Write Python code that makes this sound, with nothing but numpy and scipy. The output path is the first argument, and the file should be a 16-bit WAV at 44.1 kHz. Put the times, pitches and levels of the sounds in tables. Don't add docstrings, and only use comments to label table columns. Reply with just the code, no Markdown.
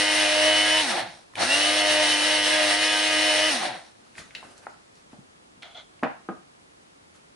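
import sys
import numpy as np
from scipy import signal
from scipy.fft import rfft, irfft, next_fast_len
from scipy.io import wavfile
from scipy.ndimage import uniform_filter1d, map_coordinates

SR = 44100
rng = np.random.default_rng(int(sys.argv[2]) if len(sys.argv) > 2 else 0)


def elevation(decibels):
    levels = np.asarray(decibels, float)
    return 10 ** (levels / 20)


def store_pcm(level_fs):
    pcm = np.round(np.clip(level_fs, -1, 1) * 32767).astype(np.int16)
    wavfile.write(sys.argv[1], SR, np.atleast_2d(pcm).T)


N = 324135
T = np.arange(N) / SR


def unit(x):
    return x / np.sqrt(np.mean(x ** 2) + 1e-20)


def along(points, hz):
    f, v = np.transpose(points)
    return np.interp(np.log(hz + 1), np.log(f + 1), v)


def curves(rows):
    return np.interp(T, *np.transpose(rows))


def wobble(rate_hz):
    coarse_s = T[::64]
    knots = rng.standard_normal(int(N / SR * 60))
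    return np.interp(T, coarse_s, map_coordinates(knots, [coarse_s * min(rate_hz, 50)]))


def filtered(x, response):
    m = next_fast_len(N + 8192)
    return irfft(rfft(x, m) * response(np.fft.rfftfreq(m, 1 / SR)), m)[..., :N]


def bumps(modes, hz):
    return sum(elevation(db) / (1 + ((hz - c) / (w / 2)) ** 2) ** 0.76 for c, w, db in modes)


def shape(spectrum):
    return lambda hz: elevation(along(spectrum, hz))


def rush(colour, alike, patchy_db):
    z = signal.stft(rng.standard_normal((2, N)), nperseg=512)[2]
    field = uniform_filter1d(rng.standard_normal(z.shape[1:]), size=5, axis=0)
    field = uniform_filter1d(field, size=10, axis=1)
    pair = signal.istft(z * elevation(patchy_db * unit(field)), nperseg=512)[1][:, :N]
    turn = lambda hz: np.arccos(np.clip(along(alike, hz), -1, 1)) / 2
    mid, side = filtered(pair, lambda hz: colour(hz) * [np.cos(turn(hz)), np.sin(turn(hz))])
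    return np.array([mid + side, mid - side]) / np.std(mid)


def tone(phase, lag_rad, waver_db):
    common = phase + 0.21 * waver_db * wobble(14)
    ears = [common + side * lag_rad / 2 + .13 * waver_db * wobble(8.014) for side in (1, -1)]
    level = elevation(waver_db * (.8 * wobble(22) + .7 * wobble(5)))
    return np.sqrt(2) * level * np.sin(ears)


def strokes(rows, rise_s):
    s, low_db, high_db, fade_s, *hold_s = np.transpose(rows)[..., None]
    fading = np.clip(T - s - sum(hold_s), 0, None) / fade_s
    slope_db = -20 * np.where(T < s, (s - T) / rise_s, fading)
    return [np.sqrt(np.sum(elevation(db + slope_db) ** 2, axis=0)) for db in (low_db, high_db)]


# on in s, off in s, hum level in dB at first, hum level in dB at the end.
SWITCH_CLOSED = [(-1, .817, -54, -52), (1.346, 3.494, -52, -57)]
# time in s, shaft speed in Hz.
LOADED_SPEED = [(0, 308), (.21, 309.5), (.27, 304.5), (.49, 310.5), (.57, 308.5), (.65, 311.5), (1.8, 308),
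                (1.93, 304.5), (2, 306.5), (2.05, 303.5), (2.2, 301.5), (2.31, 307.5), (2.43, 304.8),
                (2.51, 308.5), (2.7, 304.5), (2.89, 312.5), (3, 309), (3.08, 311.8), (3.17, 309),
                (3.24, 310), (3.37, 307.8), (3.49, 312)]


def switch():
    spin_up_s, coast_s = .074, .6
    friction_hz = 300
    hum_fade_s, settle_s = .1, .9
    settle_db = -55
    hz, on, hum, settle, full_hz = 0, 0, 0, 0, curves(LOADED_SPEED)
    for on_s, off_s, first_db, last_db in SWITCH_CLOSED:
        since_s, after_s = np.clip(T - on_s, 0, None), np.clip(T - off_s, 0, None)
        coast_hz = (full_hz + friction_hz) * np.exp(-after_s / coast_s) - friction_hz
        hz = hz + (1 - np.exp(-since_s / spin_up_s)) * np.clip(coast_hz, 0, None)
        on = on + (T >= on_s) * (T < off_s)
        hum_db = np.interp(T, [on_s, off_s], [first_db, last_db]) - 20 * after_s / hum_fade_s
        hum = hum + (T >= on_s) * elevation(hum_db)
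        settle = settle + (T >= off_s) * elevation(settle_db - 20 * after_s / settle_s)
    return hz, uniform_filter1d(on * 1., size=600), hum, settle


# shaft order, lower sideband in dB, order in dB, upper sideband in dB.
SHAFT_ORDERS = [(1, -66, -36, -66), (1.5, -70, -50, -70), (2, -45, -32, -39), (3, -49, -39.5, -49),
                (4, -56, -42, -49), (5, -49, -41, -39.5), (6, -43, -41, -37.5), (7, -39, -35, -54),
                (8, -56, -36.5, -53), (9, -43, -38, -43), (10, -34.5, -33.5, -38), (11, -54, -40.5, -46),
                (12, -51, -46, -49), (13, -46, -47, -58), (14, -58, -45, -50), (15, -52, -48, -50),
                (17, -58, -48, -48)]
# shaft speed in Hz, level in dB.
FIRST_ORDER = [(40, -82), (90, -74), (122, -49), (160, -56), (200, -48), (232, -40), (310, -36)]
# time in s, level in dB.
SECOND_ORDER = [(0, -38.5), (.476, -23), (.602, -33.5), (.746, -28), (.86, -37), (1.5, -40.5),
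                (2.02, -24.5), (2.07, -38.5), (2.19, -43), (2.32, -29.5), (2.45, -38), (2.6, -23),
                (2.78, -40), (3.4, -28.5), (3.52, -33)]
# centre in Hz, width in Hz, height in dB.
HOUSING_RINGS = [(150, 53.4, -41), (350, 41.9, -43), (750, 84, -32.5), (1250, 120, -34.5)]
# frequency in Hz, gain in dB.
WHINE_RING = [(2450, -18), (2770, 10), (2880, -4), (2950, -1), (3005, 6), (3100, -4), (3250, -16)]


def whine(hz, speed, on, hum, first_db, second_db, shaft, torque, torque_hz):
    own_level = {1: elevation(first_db), 2: on * speed ** 4 * elevation(second_db)}
    out = 0
    for k, low_db, db, high_db in SHAFT_ORDERS:
        level = own_level[k] if k in own_level else elevation(db) * speed ** 5
        if k == 10:
            level = on * elevation(db + along(WHINE_RING, k * hz))
            low_db = low_db + along(WHINE_RING, abs(k * hz - torque_hz))
            high_db = high_db + along(WHINE_RING, k * hz + torque_hz)
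        if k in (2, 4, 6):
            ringing = (1 - speed ** 3) * np.clip(5 * speed - .1 * k - .9, 0, 1)
            level = level + ringing * bumps(HOUSING_RINGS, k * hz)
        out = out + level * tone(k * shaft, -.49, 1.2 if k < 3 else 2.8)
        lower = elevation(low_db) * tone(k * shaft - torque, -.4, 2.8)
        upper = elevation(high_db) * tone(k * shaft + torque, -.4, 2.8)
        out = out + on * speed ** 2.77 * (lower + upper)
    ear_db = np.array([[2.2], [-2.2]])
    return out + hum * elevation(ear_db) * tone(torque, .98, 2.2)


# frequency in Hz, relative density in dB per Hz.
MEAL_FAST = [(70, -52.5), (130, -28), (280, -24.5), (395, -24), (480, -7.5), (600, -3.5), (665, -9),
             (740, -10), (1400, -11), (1900, -4), (2350, -6), (2900, 0), (3250, -8.5), (5000, -15),
             (6500, -30)]
# frequency in Hz, relative density in dB per Hz.
MEAL_SLOW = [(70, -54), (130, -23.5), (300, -11.5), (355, -2.5), (400, -51), (470, -9.5), (745, 2),
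             (1150, -12), (1750, -6), (2800, -14), (4300, -12.5), (6500, -50)]
# frequency in Hz, relative density in dB per Hz.
AIR_HISS = [(2060, -29.5), (3500, -7.5), (3890, 4), (4120, -4.5), (4470, -3), (4970, -4.5), (5400, 0),
            (5950, -4), (7750, -13.5), (9040, -5), (11000, -13.5), (14300, -51), (22000, -120)]
# centre in Hz, width in Hz, height in dB over the noise colour.
CUP_RINGS = [(1710, 72, 0), (1940, 20, 10), (2760, 27, -14), (3390, 32, 6), (4200, 32, -18.5),
             (4380, 40, 5), (5640, 40, -6), (7060, 26, 2.5), (8380, 75, 2), (8830, 60, 6.5),
             (10530, 110, 1.5)]
# frequency in Hz, left-right correlation.
NOISE_ALIKE = [(60, 0.54), (170, 0.92), (490, 0.42), (1420, 0.52), (4080, 0.6), (11700, 0.13)]
# shaft speed in Hz, meal rush in dB, air hiss in dB.
NOISE_BY_SPEED = [(0, -75, -75), (20, -64, -66), (60, -52, -58), (110, -38.5, -51), (180, -30.5, -36),
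                  (280, -30, -29), (310, -29.8, -28.8)]


def meal_and_air(steady_hz, speed, on, second_db, shaft, torque):
    start_db, start_hiss_db = 2, 5
    meal_follows = .2
    fast = speed ** 3
    points_hz, meal_points_db, air_points_db = np.transpose(NOISE_BY_SPEED)
    meal_db = along(np.column_stack([points_hz, meal_points_db]), steady_hz)
    air_db = along(np.column_stack([points_hz, air_points_db]), steady_hz)
    meal_db = meal_db + start_db * on * (1 - fast) + meal_follows * fast * (second_db - second_db.mean())
    air_db = air_db + start_hiss_db * on * (1 - fast)
    in_cup = lambda spectrum: lambda f: shape(spectrum)(f) * (1 + bumps(CUP_RINGS, f))
    slow_meal = rush(shape(MEAL_SLOW), NOISE_ALIKE, patchy_db=1)
    fast_meal = rush(in_cup(MEAL_FAST), NOISE_ALIKE, patchy_db=-.5)
    meal = np.sqrt(fast) * fast_meal + np.sqrt(1 - fast) * slow_meal
    air = rush(in_cup(AIR_HISS), NOISE_ALIKE, patchy_db=1)
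    beat_db = 1.63 * (1 - fast) * np.sin(2 * shaft) + .58 * on * np.sin(torque) + wobble(25.14)
    ear_db = np.array([[.2], [-1.2]])
    running = elevation(beat_db) * (elevation(meal_db + 2.2) * meal + elevation(air_db + ear_db) * air)
    return running, slow_meal + .6 * air


def motor():
    torque_hz = 100
    steady_hz, on, hum, settle = switch()
    first_db, second_db = along(FIRST_ORDER, steady_hz), curves(SECOND_ORDER)
    hz = steady_hz * (1 + .001 * wobble(15))
    speed = np.clip(hz / np.max(hz), 0, 1)
    shaft, torque = 2 * np.pi * np.cumsum(hz) / SR, 2 * np.pi * torque_hz * T
    tones = whine(hz, speed, on, hum, first_db, second_db, shaft, torque, torque_hz)
    noise, trickle = meal_and_air(steady_hz, speed, on, second_db, shaft, torque)
    return settle * trickle + (hz > 0) * (tones + noise)


# frequency in Hz, relative density in dB per Hz.
FLOOR_COLOUR = [(15, -36.5), (25, -16), (303, -7.5), (1260, -12), (1550, -14.5), (1670, -15), (8310, -26),
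                (11000, -29.5), (14300, -51), (22000, -120)]
# frequency in Hz, left-right correlation.
FLOOR_IMAGE = [(60, 0.87), (170, 0.54), (490, -0.65), (1420, -0.72), (4080, -0.4), (11700, 0.4)]


def microphone_floor():
    return elevation(-59.5) * rush(shape(FLOOR_COLOUR), FLOOR_IMAGE, patchy_db=.4)


# start in s, peak in dB, centre in Hz, t60 in s.
SHARP_TICKS = [(1.3364, -40, 1200, 0.022), (1.3545, -26, 2300, 0.021), (1.355, -33, 8000, .012),
               (4.153, -40, 1980, 0.015), (4.18, -29, 1650, 0.028), (4.3076, -38, 2250, 0.022),
               (4.3501, -24, 2930, 0.03), (4.579, -41, 9000, 0.019), (4.9553, -48, 5950, 0.026),
               (5.6233, -34, 3210, 0.05), (5.6308, -30, 2110, 0.023), (5.9933, -47, 2650, 0.027),
               (6.0312, -29, 1250, 0.019), (7.149, -51, 1630, 0.022)]


def ticks():
    out, t = np.zeros(N + SR), T[:4096]
    f = np.fft.rfftfreq(len(t), 1 / SR)
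    for s, db, hz, t60_s in SHARP_TICKS:
        resonance = 1j * f * hz / (hz * hz - f * f + .75j * f * hz)
        colour = resonance ** 2 + .13 * (f > 900)
        burst = elevation(-60 * t / t60_s) * rng.standard_normal(len(t))
        crack = irfft(rfft(burst) * colour)
        out[round(s * SR):][:len(t)] += elevation(db) * crack / np.max(abs(crack))
    return out[:N]


# frequency in Hz, t60 in s.
ROOM_DECAY = [(200, 0.25), (1000, 0.34), (4000, 0.39), (10000, 0.14)]


def kitchen(x):
    out, step, delay = np.zeros((2, N + SR)), SR // 4, 200
    for a in range(0, N, step):
        hz, t, z = signal.stft(rng.standard_normal((2, SR // 2)), SR, nperseg=256)
        decay = elevation(-60 * t / along(ROOM_DECAY, hz)[:, None])
        tail = signal.istft(z * decay, SR, nperseg=256)[1]
        wet = signal.fftconvolve(x[None, a:a + step], tail / np.linalg.norm(tail[0]), axes=1)
        out[:, a + delay:a + delay + wet.shape[1]] += wet
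    return out[:, :N]


# peak time in s, low level in dB, high level in dB, time to fade 20 dB in s.
BRUSH_STROKES = [(4.05, -64, -68, .5), (4.19, -43, -46, .09), (4.26, -56, -66, .3), (4.36, -50.5, -70, .3),
                 (4.45, -53, -75, .2), (4.515, -52, -70, .06), (4.58, -58, -58, .08),
                 (4.635, -53, -70, .08), (4.7, -66, -63, .25), (4.96, -62, -64, .15), (5.12, -61, -68, .2),
                 (6.82, -70, -70, .1), (7.16, -54.5, -64.5, .07)]
# frequency in Hz, relative density in dB per Hz.
SKIN_DULL = [(180, -2), (350, -4.5), (1500, -2), (3500, -14.5)]
# frequency in Hz, relative density in dB per Hz.
SKIN_BRIGHT = [(1500, -32), (2500, -1.5), (4600, 1.5), (11000, -12)]
# frequency in Hz, left-right correlation.
HANDS_ALIKE = [(300, 0.37), (3000, 0.81), (11000, 0.23)]


def brushing():
    low, high = strokes(BRUSH_STROKES, rise_s=.04)
    dull = low * rush(shape(SKIN_DULL), HANDS_ALIKE, patchy_db=3)
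    bright = high * rush(shape(SKIN_BRIGHT), HANDS_ALIKE, patchy_db=3)
    return dull + bright


# start in s, peak in dB, lowest Hz excited, highest Hz excited, ring time factor.
DULL_KNOCKS = [(4.428, -33, 493, 1300, 0.23), (4.668, -21.5, 450, 1700, 0.22), (5.131, -37, 110, 800, 0.65),
               (5.184, -41, 110, 300, 0.35), (5.572, -51, 110, 247, 0.87), (6.027, -21, 85, 820, 0.3),
               (6.033, -11.5, 170, 1800, 0.58), (6.057, -25, 505, 1010, 0.69),
               (6.288, -20, 150, 1200, 0.64)]
# frequency in Hz, mean level in dB, t60 in s at ring time factor 1.
COUNTER_MODES = [(95, -8, .15), (140.6, -8, 0.22), (200, -3, 0.16), (259, 2, 0.11), (330.6, -8.5, 0.27),
                 (477, -10.5, 0.14), (614, -11.5, 0.2), (702, -9, 0.22), (795, -5.5, 0.26),
                 (890, -14, 0.04), (1059, -4, 0.12), (1250, 2.5, 0.061), (1550, -8, 0.15), (2250, -21, .07)]


def knocks():
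    out, t = np.zeros(N + SR), T[:SR // 2]
    for s, db, low_hz, high_hz, free in DULL_KNOCKS:
        ring = 0
        for hz, level_db, t60_s in COUNTER_MODES:
            decay = elevation(level_db + rng.normal(0, 2.5) - 60 * t / (t60_s * free))
            twin_hz = hz * (1 + rng.normal(0, .04))
            twin = np.cos(2 * np.pi * twin_hz * t + rng.uniform(0, 6))
            ring = ring + decay * (np.cos(2 * np.pi * hz * t) + .8 * twin)
        grit = 5 * elevation(-60 * t / (.15 * free)) * rng.standard_normal(len(t))
        band = signal.butter(3, [low_hz, high_hz], "band", fs=SR, output="sos")
        blow = signal.sosfilt(band, ring + grit)
        out[round(s * SR):][:len(t)] += elevation(db) * blow / np.max(abs(blow))
    return out[:N]


# peak time in s, low level in dB, high level in dB, time to fade 20 dB in s, hold before it in s.
RIM_SLIPS = [(5.625, -48, -48, .22, 0), (5.748, -48.5, -46, .03, .065)]
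# centre in Hz, width in Hz, height in dB, before the power of 0.85 in rubbing().
RIM_LOW_RINGS = [(690, 130, 5), (1250, 140, -11), (1440, 130, -3), (2140, 200, -5)]
# centre in Hz, width in Hz, height in dB, before the same power.
RIM_HIGH_RINGS = [(3370, 240, 7), (4080, 400, -8), (5000, 370, -29), (6270, 320, -21)]


def rubbing():
    low, high = strokes(RIM_SLIPS, rise_s=.006)
    stick_slip = elevation(3 * wobble(48))
    through = lambda rings: rush(lambda f: bumps(rings, f) ** 0.85, HANDS_ALIKE, patchy_db=-1)
    return stick_slip * (low * through(RIM_LOW_RINGS) + high * through(RIM_HIGH_RINGS))


def scene():
    cracks, thuds = ticks(), knocks()
    room = kitchen(elevation(-5) * (thuds + cracks))
    hands = brushing() + rubbing()
    return motor() + microphone_floor() + cracks + room + hands + thuds


def low_pass(x):
    return signal.sosfilt(signal.butter(12, 12320, fs=SR, output="sos"), x)


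def record(dry):
    bass_hz, top_hz = 28, 11150
    heard = filtered(dry, lambda hz: (hz < top_hz) * (1j * hz / (1j * hz + bass_hz)) ** 2)
    return low_pass(heard)


dry = scene()
out = record(dry)
store_pcm(out)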